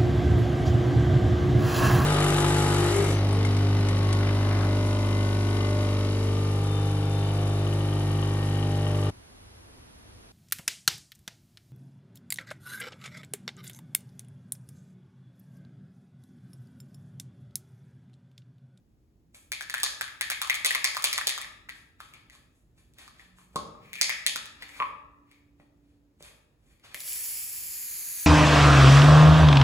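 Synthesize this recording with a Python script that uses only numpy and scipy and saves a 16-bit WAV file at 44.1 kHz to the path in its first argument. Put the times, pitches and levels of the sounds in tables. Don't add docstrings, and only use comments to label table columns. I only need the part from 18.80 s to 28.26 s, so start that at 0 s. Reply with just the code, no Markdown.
import sys
import numpy as np
from scipy import signal
from scipy.fft import rfft, irfft, next_fast_len
from scipy.io import wavfile
from scipy.ndimage import map_coordinates

SR = 44100
rng = np.random.default_rng(int(sys.argv[2]) if len(sys.argv) > 2 else 0)


def invert_db(x):
    u = np.asarray(x, float) / 20
    return 10 ** u


def wav_out(sig):
    wavfile.write(sys.argv[1], SR, np.round(np.clip(np.atleast_2d(sig).T, -1, 1) * 32767).astype(np.int16))


N = 417186
STEADY_TOP_HZ = 15850
SWELL_DB, FADE_DB_PER_S = 27, 174.5


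def at_hz(points, hz):
    table_hz, value = np.array(points).T
    return np.interp(np.log(hz + 1), np.log(table_hz), value)


def in_time(rows):
    s, *columns = np.transpose(rows)
    return [np.interp(np.arange(N) / SR, s, column) for column in columns]


def rms_one(x):
    return x / np.sqrt(np.mean(x ** 2) + 1e-20)


def drift(rate_hz):
    r = np.exp(-80 * np.pi * rate_hz / SR)
    slow = signal.lfilter([1], [1, -2 * r, r * r], rng.standard_normal(N // 40 + 2002))[2000:]
    return np.interp(np.arange(N) / 40, np.arange(len(slow)), rms_one(slow))


def coloured(spectrum, channels=1):
    size = next_fast_len(N)
    hz = np.fft.rfftfreq(size, 1 / SR)
    shape = invert_db(at_hz(spectrum, hz)) * (hz < STEADY_TOP_HZ)
    white = rng.standard_normal((channels, size))
    return rms_one(irfft(rfft(white) * shape, size)[:, :N])


def tent(peak_s, peak_db, rise_db_per_s, fall_db_per_s):
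    t = np.arange(N) / SR - peak_s
    slope_db = np.minimum(rise_db_per_s * t, -fall_db_per_s * t)
    return invert_db(np.maximum(peak_db + slope_db, -200))


def friction_stroke(peak_s, swell_s, db):
    return tent(peak_s, db, SWELL_DB / max(swell_s, .005), FADE_DB_PER_S)


def resonance(x, hz, t60):
    r = invert_db(-60 / (t60 * SR))
    out = signal.lfilter([1, 0, -1], [1, -2 * r * np.cos(2 * np.pi * hz / SR), r * r], x)
    return out / np.abs(out).max()


def impulse(seconds):
    return 1. * (np.arange(int(seconds * SR)) == 0)


def add(out, s, sound):
    at = round(s * SR)
    out[at:at + len(sound)] += sound[:N - at]


def clacks(events, bench_db, rough, scuff_s, wall_db, crack_db):
    ring_t60_s = .009
    wall_hz, wall_t60_s, wall_spread = 3700, 0.0015, .12
    crack_hz, crack_t60_s = 9720, 0.00079
    body_hz, body_t60_s, body_db = 615, 0.0032, -5.5
    ring_reach, wall_reach, crack_reach = invert_db([[0], [-1.5]]), invert_db([[0], [1]]), invert_db([[0], [-6]])
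    bench_echo_ms = 6.7

    out = np.zeros((N, 2))
    t = np.arange(int(.05 * SR)) / SR
    even = (t == 0) * np.sqrt(1 + rough ** 2 * np.sum(invert_db(-120 * t / scuff_s)))
    scuffs = rng.standard_normal((len(events), 3, len(t)))
    for (s, ring_db, hz, click_db), scuff in zip(events, scuffs):
        contact = (t == 0) + rough * scuff * invert_db(-60 * t / scuff_s)
        this_wall_hz = wall_hz * np.exp(wall_spread * scuff[0, -1])
        ring = invert_db(ring_db + 6.5) * ring_reach * resonance([contact[0], even], hz, ring_t60_s)
        wall = invert_db(click_db + wall_db) * wall_reach * resonance([contact[1], even], this_wall_hz, wall_t60_s)
        crack = invert_db(click_db + crack_db) * crack_reach * resonance([contact[2], even], crack_hz, crack_t60_s)
        body = invert_db(click_db + body_db) * resonance([contact[1], even], body_hz, body_t60_s)
        add(out, s, (ring - wall + crack - body).T)
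    direct, around = signal.sosfilt(signal.butter(1, 600.0, "high", fs=SR, output="sos"), out.T)
    bench_echo = invert_db(bench_db) * np.roll(direct, round(bench_echo_ms * SR / 1000))
    return np.array([direct + bench_echo, around])


def shaken_can():
    # start_s, hollow_ring_db, ring_hz, click_db
    strikes = [(0.7189, -25, 2120, -27), (0.8089, -29, 1640, -36), (0.898, -29.5, 1760, -32),
               (0.9408, -20, 1690, -27.5), (1.0326, -29, 1150, -17), (1.2108, -23, 1560, -26.5),
               (1.4106, -20, 1880, -24), (1.501, -24.5, 1640, -24), (1.6168, -23, 1205, -23.5),
               (1.698, -13, 2090, -24), (1.743, -33.5, 2140, -27.5), (1.8476, -21, 2060, -19.5),
               (1.9076, -20, 1880, -27), (1.949, -18, 2070, -24.5), (2.0436, -15, 2080, -17.5),
               (2.148, -32, 1800, -36), (2.2418, -25.5, 1090, -15), (2.3291, -22.5, 2060, -22.5),
               (2.379, -24, 1980, -25.5), (2.4708, -44.5, 1840, -17.5), (2.578, -31, 1190, -34)]
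    # start_s,
    # hollow_ring_db, ring_hz, click_db
    rebounds = [(0.5462, -51.5, 2260, -52.5), (0.7335, -31, 2260, -42), (0.823, -46, 1680, -40.5),
                (0.981, -30.5, 1780, -37), (1.001, -59, 1320, -35.5), (1.0476, -42, 1830, -33.5),
                (1.0622, -27, 1690, -41.5), (1.234, -40, 1400, -51), (1.279, -35, 2005, -54),
                (1.421, -29, 1880, -42), (1.5166, -21.5, 2120, -30.5), (1.5258, -37.5, 2130, -43.5),
                (1.651, -38, 1180, -58), (1.6741, -38, 1110, -36.5), (1.7546, -47, 2260, -33.5),
                (1.8, -48.5, 1890, -49.5), (1.86, -19, 2520, -17), (1.9262, -35.5, 2420, -34.5),
                (2.1684, -24, 1170, -29), (2.1947, -45, 1160, -42), (2.2233, -48, 2080, -33.5),
                (2.2541, -27.5, 2180, -29.5), (2.4125, -25.5, 1800, -41.5), (2.4931, -22, 1930, -25),
                (2.6151, -31.5, 2120, -34.5), (2.6454, -34.5, 1800, -57.5), (1.852, -29.5, 1130, -51.5),
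                (1.953, -27.5, 1130, -51), (2.048, -30, 1150, -49.5), (2.384, -27, 1150, -51.5)]
    return clacks(strikes + rebounds, bench_db=-5, rough=0.17, scuff_s=.014, wall_db=11.5, crack_db=15)


def nozzle_button():
    # start_s, hollow_ring_db, ring_hz, click_db
    presses = [
        (7.9973, -64, 2080, -70),
        (8.1449, -30, 2030, -36),
        (8.2038, -46, 2020, -40),
        (8.2778, -50, 1720, -45),
        (8.3224, -48, 1830, -44),
        (8.3592, -53, 1900, -47),
    ]
    return clacks(presses, bench_db=-12, rough=0.3, scuff_s=0.015, wall_db=13.5, crack_db=19.5)


def jet():
    # time_s, flow_db
    flow_points = [
        (8.2, -50.5),
        (8.276, -36.5),
        (8.584, -36.5),
        (8.7, -39),
        (8.8, -38),
        (8.84, -40),
        (9.46, -36),
    ]
    # peak_s, peak_db
    spits = [
        (8.148, -55),
        (8.206, -40.5),
    ]
    # frequency_hz, density_db_per_hz
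    hiss_colour = [(500, -30), (900, -21), (2200, -14), (3750, -14), (4800, -9.5), (7500, -5.5),
                   (10000, -1), (15700, -3)]
    # time_s, delay_ms
    foam_path = [(8.14, .38), (8.8, .4), (9.1, .435), (9.3, .45), (9.46, .48)]

    flow = invert_db(in_time(flow_points)[0]) * (np.arange(N) / SR > spits[0][0])
    for s, db in spits:
        flow = flow + tent(s, db, rise_db_per_s=1500, fall_db_per_s=1300)
    flicker_db = 1.14 * drift(130) + 0.72 * drift(4.0)
    hiss = coloured(hiss_colour)[0] * invert_db(flicker_db)
    delay = in_time(foam_path)[0] * SR / 1000
    bounce = map_coordinates(hiss, [np.arange(N) - delay], order=3)
    spray = invert_db(-1) * flow * (hiss + .36 * bounce)
    return signal.sosfilt(signal.cheby2(10, 50, STEADY_TOP_HZ + 450, fs=SR, output="sos"), spray)


def cap_clacks():
    # start_s, hollow_ring_db, ring_hz, click_db
    contacts = [(2.8884, -39.5, 1550, -68), (2.8929, -31.5, 1930, -43), (3.2036, -36.5, 1310, -47),
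                (3.3376, -43.5, 2220, -53), (3.4988, -47, 1950, -56), (3.5512, -56.5, 1154, -58.5),
                (4.137, -80, 1780, -65), (4.1852, -46, 1900, -50), (4.2787, -46, 1190, -54),
                (4.3959, -44.5, 1900, -73), (4.5855, -48.5, 1050, -65.5), (4.7595, -37, 970, -35),
                (5.1314, -31, 2150, -38.5), (5.1552, -32, 2360, -46), (5.2131, -17.5, 2094, -17),
                (5.2485, -27, 2190, -51.5), (5.2948, -15.5, 2010, -31.5), (5.4646, -23, 1840, -19),
                (5.5597, -28, 1390, -30.5), (5.6576, -40, 1740, -44.5), (5.8235, -33.5, 2015, -44.5),
                (5.8914, -41, 2064, -55), (6.5144, -53.5, 2213, -60.5), (6.8003, -57.5, 1918, -77),
                (7.4255, -67.5, 1575, -49)]
    return clacks(contacts, bench_db=-6, rough=0.13, scuff_s=0.011, wall_db=15, crack_db=17)


def pops():
    # start_s, peak_db, cavity_hz, overtone_db re peak
    cap_pops = [
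        (4.76, -27, 1080, -26),
        (4.764, -29, 1117, -33),
        (4.95, -48, 1183, -21),
        (5.993, -42, 1072, -16.5),
        (6.001, -25, 1105, 6),
        (6.007, -23, 1122, -4),
        (6.017, -23, 1074, -31),
        (6.024, -24, 1044, 4.5),
    ]
    out = np.zeros(N)
    kick = impulse(.1)
    for s, db, hz, over_db in cap_pops:
        note = resonance(resonance(kick, hz, .03), hz, 0.0066)
        over = resonance(resonance(kick, 2 * hz, .002), 2 * hz, .0015)
        add(out, s, invert_db(db + 4.0) * (note + invert_db(over_db) * over))
    return signal.sosfilt(signal.butter(2, 3000.0, fs=SR, output="sos"), out)


def twists():
    # peak_s, swell_s, level_db
    turns = [
        (5.075, .2, -63),
        (5.19, .1, -43.5),
        (5.83, .05, -70.5),
        (5.95, .3, -58.5),
        (6.53, 0.12, -69),
        (6.64, .3, -93),
        (7.9, 0.067, -77),
    ]
    hollow = coloured([(1200, -28.5), (1800, -1), (2200, 3.5), (2700, -3.5), (3500, -20)])[0]
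    scrape = hollow * invert_db(3.0 * drift(60))
    return scrape * np.max([friction_stroke(*turn) for turn in turns], axis=0)


def cluster(hz, t60, spread, chance):
    t = np.arange(int(.12 * SR)) / SR
    pitches = hz * np.exp(spread * chance[:, None])
    modes = np.sin(2 * np.pi * pitches * t).sum(axis=0) / np.sqrt(len(chance))
    return modes * invert_db(-60 * t / t60) * np.minimum(t / 0.0015, 1)


def knocks():
    # start_s, peak_db
    blows = [(0.544, -56), (4.745, -48.5), (4.758, -24.5), (4.799, -37.5), (5.212, -46.5), (5.464, -48),
             (5.558, -40.5), (6.002, -34.5), (6.799, -48), (7.407, -46), (8.148, -43.5)]
    thud_hz, thud_t60_s, modes_t60_s = 460, .004, .05
    out = np.zeros(N)
    hump = resonance(resonance(impulse(.12), thud_hz, thud_t60_s), thud_hz, thud_t60_s)
    chances = rng.uniform(-0.53, 1, (len(blows), 16))
    for (s, db), chance in zip(blows, chances):
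        modes = cluster(0.55 * thud_hz, modes_t60_s, 1.0, chance)
        add(out, s, invert_db(db) * (hump + 0.35 * modes))
    return out


def rustle():
    # peak_s, swell_s, rub_db, bright_db re rub
    strokes = [(0.549, .02, -67, 5.5), (2.949, 0.023, -62, -3.5), (3.202, 0.017, -57.5, -8),
               (3.25, 0.041, -62.5, -5), (3.34, .03, -60, -11), (3.522, 0.018, -61.5, -3.5),
               (3.758, 0.1, -84, 6), (3.979, .04, -70.5, -1), (4.198, .04, -55, -5.5),
               (4.412, 0.13, -62, -7.5), (4.586, 0.071, -67, 0), (4.74, 0.057, -73, -1),
               (5.04, 0.065, -66.5, -10.5), (5.098, 0.13, -66, -26), (5.819, 0.058, -52.5, -16.5),
               (5.894, 0.053, -63, 3), (5.972, 0.26, -55.5, -7.5), (6.514, 0.083, -72.5, -9),
               (6.798, 0.041, -75.5, -6), (7.1, 0.25, -83, -5), (7.405, 0.019, -62, -1),
               (7.45, 0.065, -57, -3), (7.509, 0.11, -73, -13), (7.906, 0.19, -74.5, -1),
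               (8.041, 0.017, -54.5, -9), (8.12, 0.14, -60, -10)]
    grain = invert_db(2.0 * drift(41))
    rub = coloured([(300, -15), (1000, -7), (2500, -3), (4500, -7.5), (9000, -31.5)])[0]
    sheen = coloured([(3500, -29.5), (6000, -2), (9000, 4.5), (12000, -1.5), (16000, -25.5)])[0]
    dull, bright = np.zeros((2, N))
    for s, swell_s, db, bright_db in strokes:
        stroke = friction_stroke(s, swell_s, db + 1.0)
        dull = np.maximum(dull, stroke)
        bright = np.maximum(bright, invert_db(bright_db) * stroke)
    return grain * (dull * rub + bright * sheen)


def garage():
    # delay_ms, level_db
    wall_echoes = [(9.5, -17), (15.5, 1), (19.5, -21), (30, -2.5)]
    # frequency_hz, t60_s
    decay = [(150, 0.98), (800, 0.86), (2000, 0.63), (5500, 0.49), (14000, 0.44)]

    t = np.arange(SR) / SR
    white, tail = rng.standard_normal((2, SR)), 0
    for low in 15700 / 2 ** np.arange(.5, 8.2, .5):
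        band = signal.sosfilt(signal.butter(2, [low, low * np.sqrt(2)], "band", fs=SR, output="sos"), white)
        tail = tail + band * invert_db(-60 * t / at_hz(decay, low * 2 ** .25))
    puffs = 0
    for ms, db in wall_echoes:
        since = t - ms / 1000
        puffs = puffs + invert_db(db) * (since > 0) * invert_db(-60 * np.abs(since) / 0.0027)
    onset = np.clip((t - .003) / 0.0011, 0, 1)
    response = tail * (invert_db(-24.0) * onset + .3 * puffs)
    return signal.sosfilt(signal.cheby2(10, 50, STEADY_TOP_HZ, fs=SR, output="sos"), response)


def background():
    # time_s, rumble_db, air_db
    bed_levels = [(0.0, -62, -78.5), (9.46, -66.5, -75)]
    # frequency_hz, density_db_per_hz
    rumble_colour = [(20, -37.5), (36, -13), (50, -1), (64, -3.5), (80, -6), (120, -7), (200, -13.5),
                     (300, -12.5), (400, -22), (600, -49.5)]
    # frequency_hz, density_db_per_hz
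    air_colour = [(250, -8.5), (450, -1), (700, -6.5), (1000, -12.5), (3000, -21), (16000, -30)]
    # start_s, end_s, pitch_hz, level_db
    far_drones = [
        (4.306, 5.613, 181.6, -67),
        (5.506, 7.485, 288.4, -68),
    ]

    t = np.arange(N) / SR
    rumble_db, air_db = in_time(bed_levels)
    swell_db = 1.2 * drift(4)
    rumble = coloured(rumble_colour, channels=2) * invert_db(rumble_db + swell_db)
    out = rumble + coloured(air_colour, channels=2) * invert_db(air_db)
    for start, end, hz, db in far_drones:
        fade = np.clip(np.minimum(t - start, end - t) / 0.25, 0, 1)
        level = invert_db(db + 1.5 + 1.7 * drift(4.5))
        out += fade * level * np.sin(2 * np.pi * hz * (t + 0.00013 * drift(3.8)))
    return out


def placed(x, left_lag):
    return np.array([np.roll(x, left_lag), x])


def scene():
    cap = cap_clacks() + pops() * invert_db([[0], [-6]])
    aside = shaken_can() + cap + knocks() + rustle() + twists()
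    ahead = nozzle_button() + jet()
    room_feed = aside[1] + invert_db(-2) * ahead[1]
    room = signal.fftconvolve(room_feed[None], garage(), axes=1)[:, :N]
    return placed(aside[0], left_lag=6) + placed(ahead[0], left_lag=0) + room + background()


def roll_off(x):
    return signal.sosfilt(signal.butter(12, 16970, fs=SR, output="sos"), x)


def record(dry):
    # frequency_hz, share 0-1
    port_share = [(40, .92), (350, .82), (800, .1), (5600, .04), (6800, .86), (9150, .985), (11300, .87),
                  (13700, .97)]
    # frequency_hz, left_over_right_db
    left_lift = [(60, -1.7), (400, 0), (2000, 2.5), (4000, 1.6), (6500, -0.3)]
    twist_from_hz, twist_turn_hz = 2350, 4520
    top_hz = 16900

    size = next_fast_len(N + SR // 10)
    hz = np.fft.rfftfreq(size, 1 / SR)
    left, right = rfft(2.2 * np.tanh(dry / 2.2), size)
    share = np.clip(at_hz(port_share, hz), 0, 1)
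    twist = np.exp(2j * np.pi * np.clip((hz - twist_from_hz) / twist_turn_hz, 0, 3))
    right = share * twist * left + np.sqrt(1 - share ** 2) * right
    lift = invert_db(at_hz(left_lift, hz) / 2)
    response = (hz < top_hz) / np.sqrt(1 + (30 / (hz + 1)) ** 6)
    ports = [left * response * lift, right * response / lift]
    return roll_off(irfft(ports, size)[:, :N])


dry = scene()
out = record(dry)
wav_out(out)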